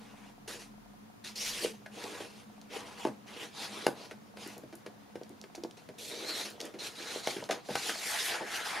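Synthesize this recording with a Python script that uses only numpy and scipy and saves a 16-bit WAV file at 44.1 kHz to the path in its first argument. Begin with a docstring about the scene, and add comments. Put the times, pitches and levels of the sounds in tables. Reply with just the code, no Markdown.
"""Paper scuffs in short pushes at the mouth of a cardboard jacket: a record in its inner sleeve is being
worked in on a wooden table. The stiff card knocks and ticks as it is held open, then the sleeve slides
home in one long stroke. Catching fibres make the hiss and drum on the card, the gap adds a hollow note,
creases snap, and knocks ring the jacket and disc. Behind it a small room hums and a tiny mechanism
patters faintly."""
import sys
import numpy as np
from scipy import signal
from scipy.fft import rfft, irfft
from scipy.io import wavfile
from scipy.ndimage import uniform_filter1d

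SR = 44100
rng = np.random.default_rng(int(sys.argv[2]) if len(sys.argv) > 2 else 0)


def unload_wav(signal):
    """Save mono or channel-first audio to the path in sys.argv[1] as 16-bit WAV at rate SR, clipped to [-1, 1]."""
    wavfile.write(
        sys.argv[1],
        SR,
        np.round(np.clip(np.atleast_2d(signal).T, -1, 1) * 32767).astype(np.int16),
    )


N = 388080


def gain_of(db):
    """Decibels to amplitude."""
    return 10 ** (np.asarray(db) / 20)


def unit_rms(x):
    """Scales a signal to rms 1."""
    return x / np.sqrt(np.mean(x ** 2) + 1e-20)


def curve_at(points, hz):
    """Reads a curve of (Hz, value) points on a log-frequency axis."""
    f, value = np.transpose(points)
    return np.interp(np.log(hz + 1), np.log(f + 1), value)


def follow(rows, t):
    """Reads each column of an automation curve at times t."""
    times, *columns = np.transpose(rows)
    return [np.interp(t, times, column) for column in columns]


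def add(mix, start_s, sound):
    """Mixes a sound in at its start time."""
    part = mix[round(start_s * SR):][:len(sound)]
    part += sound[:len(part)]


def coloured(x, points):
    """Filters by an EQ curve, to rms 1."""
    return unit_rms(irfft(rfft(x) * gain_of(curve_at(points, np.fft.rfftfreq(N, 1 / SR))), N))


def sharpest_pulse(gain):
    """The minimum-phase pulse with this spectral shape."""
    log_gain = np.log(np.maximum(gain / gain.max(), 1e-5))
    mirrored = np.concatenate([log_gain, log_gain[-2:0:-1]])
    return np.fft.ifft(np.exp(np.conj(signal.hilbert(mirrored)))).real


def wander(per_s):
    """A random drift of rms 1 that takes a new heading per_s times a second."""
    knots = rng.standard_normal(8192)
    return unit_rms(np.interp(np.arange(N) / SR * per_s, np.arange(len(knots)), knots))


def hand_motion(t):
    """Pushes, then the slide home. Returns hiss dB, drumming dB, treble tilt, note Hz and note lift dB."""
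    # The hand's pushes. Each row: start, rise and length in seconds; hiss, swell over the push and
    # drumming in dB; treble tilt in dB per octave; the gap's note in Hz; its lift in dB.
    pushes = [(0, 0.0012, 0.3, -61, -2, -67, -1, 2240, 1.5),
              (0.475, 0.0036, 0.062, -43.5, 0, -50, 1.5, 3600, 1.5),
              (0.574, 0.045, 0.023, -46, 4.5, -54, 1.8, 3950, 2),
              (1.238, 0.0088, 0.056, -45.5, -3.5, -61.5, -2, 3900, 3.5),
              (1.354, 0.0067, 0.059, -41, -3, -58.5, 0, 4450, 9),
              (1.396, 0.012, 0.1, -37.5, 1, -57, -1, 4940, 2.5),
              (1.496, 0.038, 0.088, -40.5, 2, -52.5, -2, 2660, 6.5),
              (1.593, 0.038, 0.053, -36.5, 2, -42, -1, 2480, 4),
              (1.901, 0.12, 0.35, -47.5, -4, -49.5, 0.5, 2530, 2),
              (2.266, 0.034, 0.14, -60, 4, -67, 1.5, 2900, 1.5),
              (2.691, 0.045, 0.076, -45, 2, -45, -1, 2770, 3),
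              (2.775, .03, 0.19, -52, -3.5, -57, -1, 2920, 1.5),
              (2.965, 0.038, 0.11, -47, -6, -57, -0.5, 3100, 1),
              (3.26, 0.012, 0.18, -50.5, 12.5, -53.5, 0.5, 2670, 4.5),
              (3.507, 0.11, 0.14, -42.5, 3.5, -54, 0.5, 3400, 7),
              (3.658, 0.13, 0.22, -44, -7.5, -47.5, -0.5, 3200, 5),
              (3.934, 0.08, 0.13, -50, -7.5, -52.5, -0.5, 4050, 4.5),
              (4.359, 0.079, 0.18, -49.5, -10, -54, 0.5, 4120, 3.5),
              (5.769, 0.004, 0.018, -54.5, -11, -56, -2, 4100, 0),
              (5.979, 0.0066, 0.12, -46.5, 2.5, -54.5, 2.5, 3400, 6.5),
              (6.094, 0.028, 0.16, -45.5, 0, -46, -1.5, 4000, 6.5),
              (6.226, 0.066, 0.19, -38.5, -0.5, -48.5, -1, 4040, 9),
              (6.436, 0.021, 0.023, -40.5, 0, -47.5, -1.5, 2680, 3),
              (6.497, 0.018, 0.055, -58, -4, -51, -3, 3400, 7),
              (6.589, 0.012, 0.072, -52, 5.5, -44.5, -3, 4000, -5),
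              (6.786, 0.0045, 0.08, -43, 7, -49.5, -1.5, 4030, 5.5),
              (6.922, 0.072, 0.26, -44.5, 7, -51, -2, 4070, 4),
              (7.218, 0.062, 0.083, -39, 1.5, -53, -2, 4000, 8),
              (7.3, 0.011, 0.16, -50.5, -10, -50.5, -1.5, 4100, -6),
              (7.507, 0.0023, 0.026, -36.5, -10.5, -35, -5, 4300, 4),
              (7.624, 0.15, 0.27, -41, 11, -53, -0.5, 4060, 3.5)]
    # The long slide. Each row: time in seconds, hiss in dB, drumming in dB, treble tilt in dB per
    # octave, lift of the pocket's note in dB.
    slide = [(7.9, -45, -57, -2.5, -1), (8.02, -42, -52, 1, 4), (8.08, -35, -52, 3, 10),
             (8.13, -35.5, -59, 0, 1), (8.27, -33.5, -53, 2, 7.5), (8.35, -38.5, -45.5, -3.5, -2),
             (8.44, -46, -60, -1.5, 11), (8.56, -36.5, -49, -0.5, 0.5), (8.63, -41.5, -54, -1.2, 8.5),
             (8.69, -38.5, -54, -0.4, 0), (8.8, -38, -49, -5.5, -2)]
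    release_db_per_s = 255
    pocket_start_hz, air_column_growth_per_s = 2040, 0.61
    hold_hiss_db, hold_drum_db = -70, -68
    strokes = []
    for start, rise, length, hiss_db, swell_db, drum_db, tilt, note_hz, lift_db in pushes:
        age = t - start
        shape_db = 20 * np.log10(np.clip(age / rise, 1e-5, 1))
        shape_db += swell_db * (np.clip(age / length, 0, 1) - .5)
        shape_db -= release_db_per_s * np.maximum(age - length, 0)
        strokes.append((hiss_db + shape_db, drum_db + shape_db, tilt, note_hz, lift_db))
    age = t - slide[0][0]
    hiss_db, drum_db, tilt, lift_db = follow(slide, t)
    gate_db = np.where(age > 0, 0, -np.inf)
    sinking_hz = pocket_start_hz / (1 + air_column_growth_per_s * np.maximum(age, 0))
    strokes.append((hiss_db + gate_db, drum_db + gate_db, tilt, sinking_hz, lift_db))
    hiss_dbs, drum_dbs, *colours = zip(*strokes)
    holding = (t > 1.7) & (t < 7.9)  # between pushes the fingers keep working the mouth open
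    powers = [gain_of(db) ** 2 + 1e-14 for db in hiss_dbs]
    paper = sum(powers) + holding * gain_of(hold_hiss_db) ** 2
    card = sum(gain_of(db) ** 2 for db in drum_dbs) + holding * gain_of(hold_drum_db) ** 2 + 1e-14
    # The loudest stroke has most say in the tilt and the note.
    blended = [sum(p * value for p, value in zip(powers, column)) / sum(powers) for column in colours]
    return [10 * np.log10(paper), 10 * np.log10(card)] + blended


def fibre_slips(per_s, spread_db, width):
    """Fibres catch and let go: dense clicks, a few much larger than the rest, panned across the sheet."""
    at = np.flatnonzero(rng.random(N) < per_s / SR)
    size = gain_of(spread_db * np.minimum(rng.exponential(1, N)[at], 6))
    polarity = np.sign(rng.standard_normal(N)[at])
    pan = width * rng.standard_normal(N)[at]
    clicks = np.zeros((2, N))
    clicks[:, at] = size * polarity * (1 + np.outer([1, -1], pan))
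    return unit_rms(clicks)


def paper_hiss(hiss_db, speed_tilt=0.063, note_waver=.03, patchy_db=2.5):
    """Fine slips coloured by the part that rubs; the gap adds a note that wavers as the paper flexes."""
    # Colours of the rubbing sleeve. Each row: frequency in Hz, level in dB.
    corner = [(410, -16), (700, -14), (1200, -14.5), (2200, -4.5), (4000, -5), (5800, -5.5), (7500, -6),
              (12000, -9), (15500, -20)]  # its corner drags over the card
    edge = [(410, -44), (700, -1), (955, -1), (1390, -4), (2590, -2.5), (3070, -5.5), (5150, -8),
            (7800, -10.5), (10600, -11.5), (14300, -21.5), (15500, -43)]  # its edge noses about the opening
    lip = [(410, -38), (700, -5), (1000, -11.5), (1450, -6.5), (2800, -4.5), (3250, -5), (4150, -2.5),
           (4800, -5.5), (6800, -6), (10200, -9), (12600, -11.5), (15500, -25)]  # its face passes the jacket's lip
    pocket = [(410, -30), (700, -2), (1150, -8), (1500, -3), (2660, -4.5), (6420, -10.5), (10100, -11.5),
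              (14500, -20.5), (15500, -32)]  # it slides deep in the pocket
    # What rubs when. Each row: time in seconds, part (0 corner, 1 edge, 2 lip, 3 pocket).
    contacts = [(1, 1), (1.2, 0), (1.75, 0), (1.9, 1), (5.5, 1), (5.8, 2), (7.88, 2), (8.1, 3)]
    # The note's upward spread for each of those four parts, as a share of its pitch.
    upper_flanks = [.25, .45, .07, .2]
    lower_flank = .07
    hz, t, spectrum = signal.stft(fibre_slips(per_s=18000, spread_db=2.5, width=0.16), SR, nperseg=512)
    part, = follow(contacts, t)
    _, _, tilt, note_hz, lift_db = hand_motion(t)
    eq_db = sum(np.outer(curve_at(colour, hz), np.maximum(1 - abs(part - k), 0))
                for k, colour in enumerate([corner, edge, lip, pocket]))
    # Faster strokes are brighter.
    speed_db = np.interp(t, np.arange(N) / SR, hiss_db - hiss_db.max())
    eq_db += np.log2(np.maximum(hz, 1000) / 4000)[:, None] * (tilt + speed_tilt * (speed_db + 19.5))
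    flex = np.interp(t, np.arange(N) / SR, wander(per_s=22))
    off_note = hz[:, None] / (note_hz * (1 + note_waver * flex)) - 1
    note_width = np.where(off_note < 0, lower_flank, np.interp(part, np.arange(4), upper_flanks))
    eq_db += lift_db * np.exp(-.5 * (off_note / note_width) ** 2)
    # The contact wanders over the sheet, so its small resonances shift.
    patches = uniform_filter1d(rng.standard_normal(eq_db.shape), size=6, axis=0)
    eq_db += patchy_db * unit_rms(uniform_filter1d(patches, size=6, axis=1))
    gain = gain_of(eq_db)
    gain /= np.sqrt(np.mean(gain ** 2, axis=0))
    hiss = signal.istft(spectrum * gain, SR, nperseg=512)[1][:, :N]
    return unit_rms(hiss) * gain_of(hiss_db + 1.02 * wander(per_s=78))


def sleeve_rubbing(paper_db=0.3, card_db=-3.0):
    """Fine slips hiss in the paper; coarser ones drum on the card."""
    # The card's body under the rubbing. 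Each row: frequency in Hz, level in dB.
    card_colour = [(150, -58), (250, -1), (303, -1), (354, 1), (441, 3), (522, 1), (860, -12.5),
                   (1000, -10), (1300, -53), (2200, -120)]
    t = np.arange(0, N / SR, .001)
    hiss_db, drum_db = (np.interp(np.arange(N) / SR, t, db) for db in hand_motion(t)[:2])
    drumming = coloured(fibre_slips(per_s=1100, spread_db=2.5, width=0.063), card_colour)
    drumming *= gain_of(drum_db + 2.2 * wander(per_s=60))
    return gain_of(paper_db) * paper_hiss(hiss_db) + gain_of(card_db) * drumming


def hum_tone(hz, width_hz):
    """A wavering tone: noise in one narrow resonance."""
    off_centre = (np.fft.rfftfreq(N, 1 / SR) - hz) / width_hz * 2
    return unit_rms(irfft(rfft(rng.standard_normal(N)) / (1 + off_centre ** 4), N))


def room_tone(air_db=-61.5, side_db=-5):
    """Still air, a wavering hum and a deep drone that comes and goes."""
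    # The still room's colour. Each row: frequency in Hz, level in dB.
    air_colour = [(20, -65), (60, -19.5), (105, -11), (170, -7), (330, -15), (600, -19.5), (1000, -18),
                  (2500, -27), (7900, -32.5), (15500, -29.5)]
    # The hum's tones. Each row: pitch in Hz, width in Hz, base level in dB.
    hum_tones = [(116, 27, -75), (212.9, 27, -61.5), (283, 18, -72)]
    # The low end's ebb and flow. Each row: time in seconds, drone level in dB, change of the hum in dB.
    low_swells = [(0, -74, 1.5), (.9, -67, 3), (1.3, -95, 2.5), (3, -75, 2), (3.25, -103, 3),
                  (8.8, -104, -8)]
    drone_db, hum_db = follow(low_swells, np.arange(N) / SR)
    mid, side = coloured(rng.standard_normal((2, N)), air_colour)
    air = gain_of(air_db + 0.071 * hum_db) * (mid + np.outer([1, -1], gain_of(side_db) * side))
    hum = gain_of(hum_db) * sum(gain_of(db) * hum_tone(hz, width) for hz, width, db in hum_tones)
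    drone_hz = 39 + 0.74 * wander(per_s=7.3)
    drone = gain_of(drone_db) * np.sin(2 * np.pi * np.cumsum(drone_hz) / SR)
    return air + hum + drone


def mechanism_patter(level_db=-68, per_s=25, first_s=.02):
    """Evenly spaced clicks of uneven strength faintly ring a small mechanism close by."""
    # The mechanism's modes. Each row: pitch in Hz, width in Hz, relative level in dB.
    mechanism_modes = [(726, 57, -3.5), (897, 36, -12.5)]
    clicks, t = np.zeros(N), np.arange(2048) / SR
    at = (np.arange(first_s, N / SR, 1 / per_s) * SR).astype(int)
    clicks[at] = gain_of(7.0 * rng.uniform(-1.3, 1, len(at)))
    ring = sum(gain_of(db) * np.exp(-np.pi * width * t) * np.sin(2 * np.pi * hz * t)
               for hz, width, db in mechanism_modes)
    return gain_of(level_db) * unit_rms(signal.oaconvolve(clicks, ring)[:N])


def chatter(t, decay_s, rattle):
    """One contact, then a dying run of small ones; rattle weighs the whole run against the first."""
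    run = rng.standard_normal(len(t)) * (rng.random(len(t)) < .15) * np.exp(-t / max(decay_s, 1e-4))
    return (t == 0) + rattle * run / (np.linalg.norm(run) + 1e-9)


def crease_ticks(spread_octaves=0.72, hollow_below_hz=3400):
    """Paper creases snap dryly; the card's edges snap lower and ring in a narrower, hollow band. Two high rows,
    at 3.868 s and 7.2735 s, give the hardest knocks their bright top."""
    # The snaps, with the bright top of the knocks at 3.87 s and 7.27 s. Each row: start in seconds, relative
    # level in dB, centre in Hz.
    snaps = [(0.4777, -50, 3520), (1.861, -38, 1610), (2.0407, -33.5, 4240), (2.615, -44.5, 4620),
             (3.868, -26.5, 8800), (4.476, -35, 11000), (4.5806, -39.5, 9730), (4.754, -38.5, 10800),
             (5.2343, -44.5, 4550), (5.294, -46.5, 9000), (5.4147, -38.5, 5300), (5.553, -36.5, 6100),
             (5.559, -41, 4800), (5.637, -34, 4200), (5.711, -43, 4170), (6.503, -38, 11000),
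             (6.604, -29.5, 4100), (6.6133, -29.5, 4700), (6.654, -35.5, 8740), (7.2735, -34, 9000),
             (7.4045, -39, 2070), (7.4405, -35, 4430)]
    out, t, hz = np.zeros(N), np.arange(1024) / SR, np.fft.rfftfreq(1024, 1 / SR) + 1
    for start, db, centre_hz in snaps:
        octaves = spread_octaves * min(centre_hz / hollow_below_hz, 1) ** 2
        ring = sharpest_pulse(1 / (1 + (np.log2(hz / centre_hz) / octaves) ** 2))
        snap = signal.fftconvolve(chatter(t, decay_s=0.0026, rattle=1.0), ring)
        add(out, start, 3 * gain_of(db + 5) * snap / np.linalg.norm(snap))
    return out


def jacket_knocks(bend_s=0.00065, grip_detune=.035, loose_s=.0065):
    """Card and disc knock: a bright crack, and a thud that rings their modes around the blow's pitch."""
    # The blows. Each row: start in seconds, thud level in dB, thud centre in Hz, crack level in dB,
    # chatter time in seconds.
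    blows = [(1.646,-29,455,-55.5,0.0014), (1.659,-44,426,-44,0.0025), (1.862,-51,576,-51,0.0038),
             (2.04,-41,380,-62,0.0034), (2.203,-41.5,388,-48,0.01), (3.0506,-26.5,536,-43.5,0.0038),
             (3.071,-35,595,-50,0.0046), (3.086,-46,500,-65,0.0025), (3.866,-23,540,-29.5,0.0019),
             (3.879,-35,380,-50,0.013), (4.111,-46.5,380,-46,0.0069), (4.371,-50.5,546,-51.5,0.0028),
             (4.462,-45,303,-53,0.0053), (4.566,-47.5,423,-62,0.022), (4.635,-45,356,-62,0.0045),
             (4.726,-46,380,-54,0.0099), (4.863,-43.5,430,-48,0.0059), (5.155,-40,443,-52,0.0063),
             (5.213,-44.5,450,-66,0.0027), (5.301,-47,346,-69,0.021), (5.439,-51,415,-52.5,0.0055),
             (5.549,-50,800,-52,0.0042), (5.577,-43.5,380,-63,0.0096), (5.635,-38.5,430,-62,0.0065),
             (5.647,-39.5,446,-61,0.0036), (5.889,-45,413,-53.5,0.0072), (6.739,-43,422,-52,0.022),
             (7.159,-38,460,-61,0.0011), (7.273,-30.5,610,-34.5,0.0018), (7.365,-40,330,-43.5,0.016),
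             (7.424,-40.5,560,-56,0.0075), (7.49,-38.5,650,-42,0.012), (7.497,-30,610,-50,0.0034),
             (7.5093,-32,510,-34,0.0062), (7.687,-34.5,510,-46.5,0.018), (7.703,-42,156,-43,0.024),
             (7.754,-32,680,-32,0.0035), (7.893,-39.5,510,-32,0.011), (7.956,-45,760,-54,0.0033),
             (8.342,-41.5,710,-39,0.012), (8.407,-35.5,500,-53,0.016)]
    # A cushioned blow has little crack and a narrower ring. Each row: thud over crack in dB,
    # spread of the thud in octaves.
    cushioning = [(16, 0.69), (26, 0.27)]
    # Modes of jacket and disc on the table. Each row: pitch in Hz, width in Hz, level in dB.
    board_modes = [(146, 120, 6), (283, 88, 5), (380, 72, 0), (455, 31, -4), (510, 57, -1.5),
                   (688, 210, 0.5), (895, 160, 1), (1154, 32, 1.5)]
    # The crack's colour. Each row: frequency in Hz, level in dB.
    crack_colour = [(600, -16.5), (1500, 11), (2200, 8.5), (3500, 3), (5200, 1), (7500, -6), (11000, -3),
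                    (15500, -20)]
    out, t, hz = np.zeros(N), np.arange(4096) / SR, np.fft.rfftfreq(4096, 1 / SR) + 1
    bending = np.exp(-4j * np.pi * bend_s * np.sqrt(500 * hz))  # bending waves bring the treble first
    snap = sharpest_pulse(gain_of(curve_at(crack_colour, hz)))
    scale = np.sqrt(SR / 100)  # each sound has the energy of 10 ms at its level
    grips = 1 + grip_detune * rng.uniform(-1.14, 1, len(blows))  # the changing grip shifts the modes
    for (start, thud_db, centre_hz, crack_db, chatter_s), grip in zip(blows, grips):
        board = np.sqrt(sum(gain_of(db) ** 2 / (1 + ((hz - mode_hz * grip) / width * 2) ** 2)
                            for mode_hz, width, db in board_modes))
        octaves = np.interp(thud_db - crack_db, *np.transpose(cushioning))
        band = 1 / (1 + (np.log2(hz / centre_hz) / octaves) ** 2)
        blow = band / (1 + (85 / hz) ** 3) / (1 + (hz / centre_hz / 3.4) ** 4)  # low and high cut
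        ring = irfft(rfft(sharpest_pulse(board * blow)) * bending)
        looseness = chatter_s ** 2 / (chatter_s ** 2 + loose_s ** 2)  # long contacts rattle more
        thud = signal.fftconvolve(chatter(t, chatter_s, rattle=5.1 * looseness), ring)
        crack = signal.fftconvolve(chatter(t, 1.44 * chatter_s, rattle=26.0), snap)
        add(out, start, scale * gain_of(thud_db) * thud / np.linalg.norm(thud))
        add(out, start, scale * gain_of(crack_db) * crack / np.linalg.norm(crack))
    return out


def small_room(x, wet_db, width_db):
    """Direct sound, echoes off nearby surfaces, and a short tail that differs a little in each ear."""
    # Early reflections. Each row: delay in seconds, level in dB before softening.
    reflections = [(.0046, -19), (0.0124, -14.5), (0.0202, -19)]
    # The tail's length. Each row: frequency in Hz, seconds to fall by 60 dB.
    decay_times = [(150, 0.34), (500, 0.16), (1200, 0.25), (2500, 0.062), (15000, 0.25)]
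    t = np.arange(SR // 2) / SR
    taps = rng.choice([-1., 1.], (2, len(t))) * (rng.random((2, len(t))) < .1) * (t > .006)
    hz, frame_s, spectrum = signal.stft(taps, SR, nperseg=256)
    decay = gain_of(-60 * frame_s / curve_at(decay_times, hz)[:, None])
    mid, side = signal.istft(spectrum * decay, SR, nperseg=256)[1][:, :len(t)]
    tail = mid + np.outer([1, -1], gain_of(width_db) * side)
    response = gain_of(wet_db) * tail / np.linalg.norm(mid)
    response[:, 0] += 1  # direct sound
    soft = signal.windows.hann(15)  # cluttered surfaces return little treble
    for delay, db in reflections:
        for ear in response:
            add(ear, delay, gain_of(db) * soft / soft.sum())
    return signal.oaconvolve(np.atleast_2d(x), response, axes=1)[:, :N]


def scene():
    """Rubbing, knocks and ticks up close, over the room tone and the faint patter."""
    rubbing = small_room(sleeve_rubbing(), wet_db=-10.0, width_db=-17.0)
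    impacts = small_room(jacket_knocks() + crease_ticks(), wet_db=-7.5, width_db=-19.0)
    return rubbing + impacts + room_tone() + mechanism_patter()


def record(dry):
    """The microphone pair's width, lean and colour, then a steep high cut."""
    # Stereo width. Each row: frequency in Hz, gain on the side signal in dB.
    side_eq = [(60, -1.5), (250, 7.5), (500, 11), (1000, 8), (4000, 5.5), (12000, 6.5)]
    # The microphone's colour, with a dip in the treble. Each row: frequency in Hz, gain in dB.
    mic_eq = [(20, 2.5), (6800, 0), (7900, -5), (9200, -2), (20000, -10.5)]
    # Stereo lean. Each row: frequency in Hz, left minus right in dB.
    lean_eq = [(250, -0.4), (1000, 1.5), (2200, 0.5), (4500, -1), (8000, 0.8)]
    hz = np.fft.rfftfreq(N, 1 / SR)
    left, right = rfft(dry)
    side = gain_of(curve_at(side_eq, hz)) * (left - right) / 2
    widened = (left + right) / 2 + np.outer([1, -1], side)
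    eq_db = curve_at(mic_eq, hz) + np.outer([.5, -.5], curve_at(lean_eq, hz))
    heard = irfft(widened * gain_of(eq_db), N)
    high_cut = signal.firwin(401, cutoff=15700, window=("kaiser", 9), fs=SR)
    return signal.oaconvolve(heard, high_cut[None], "same")


dry = scene()
out = record(dry)
unload_wav(out)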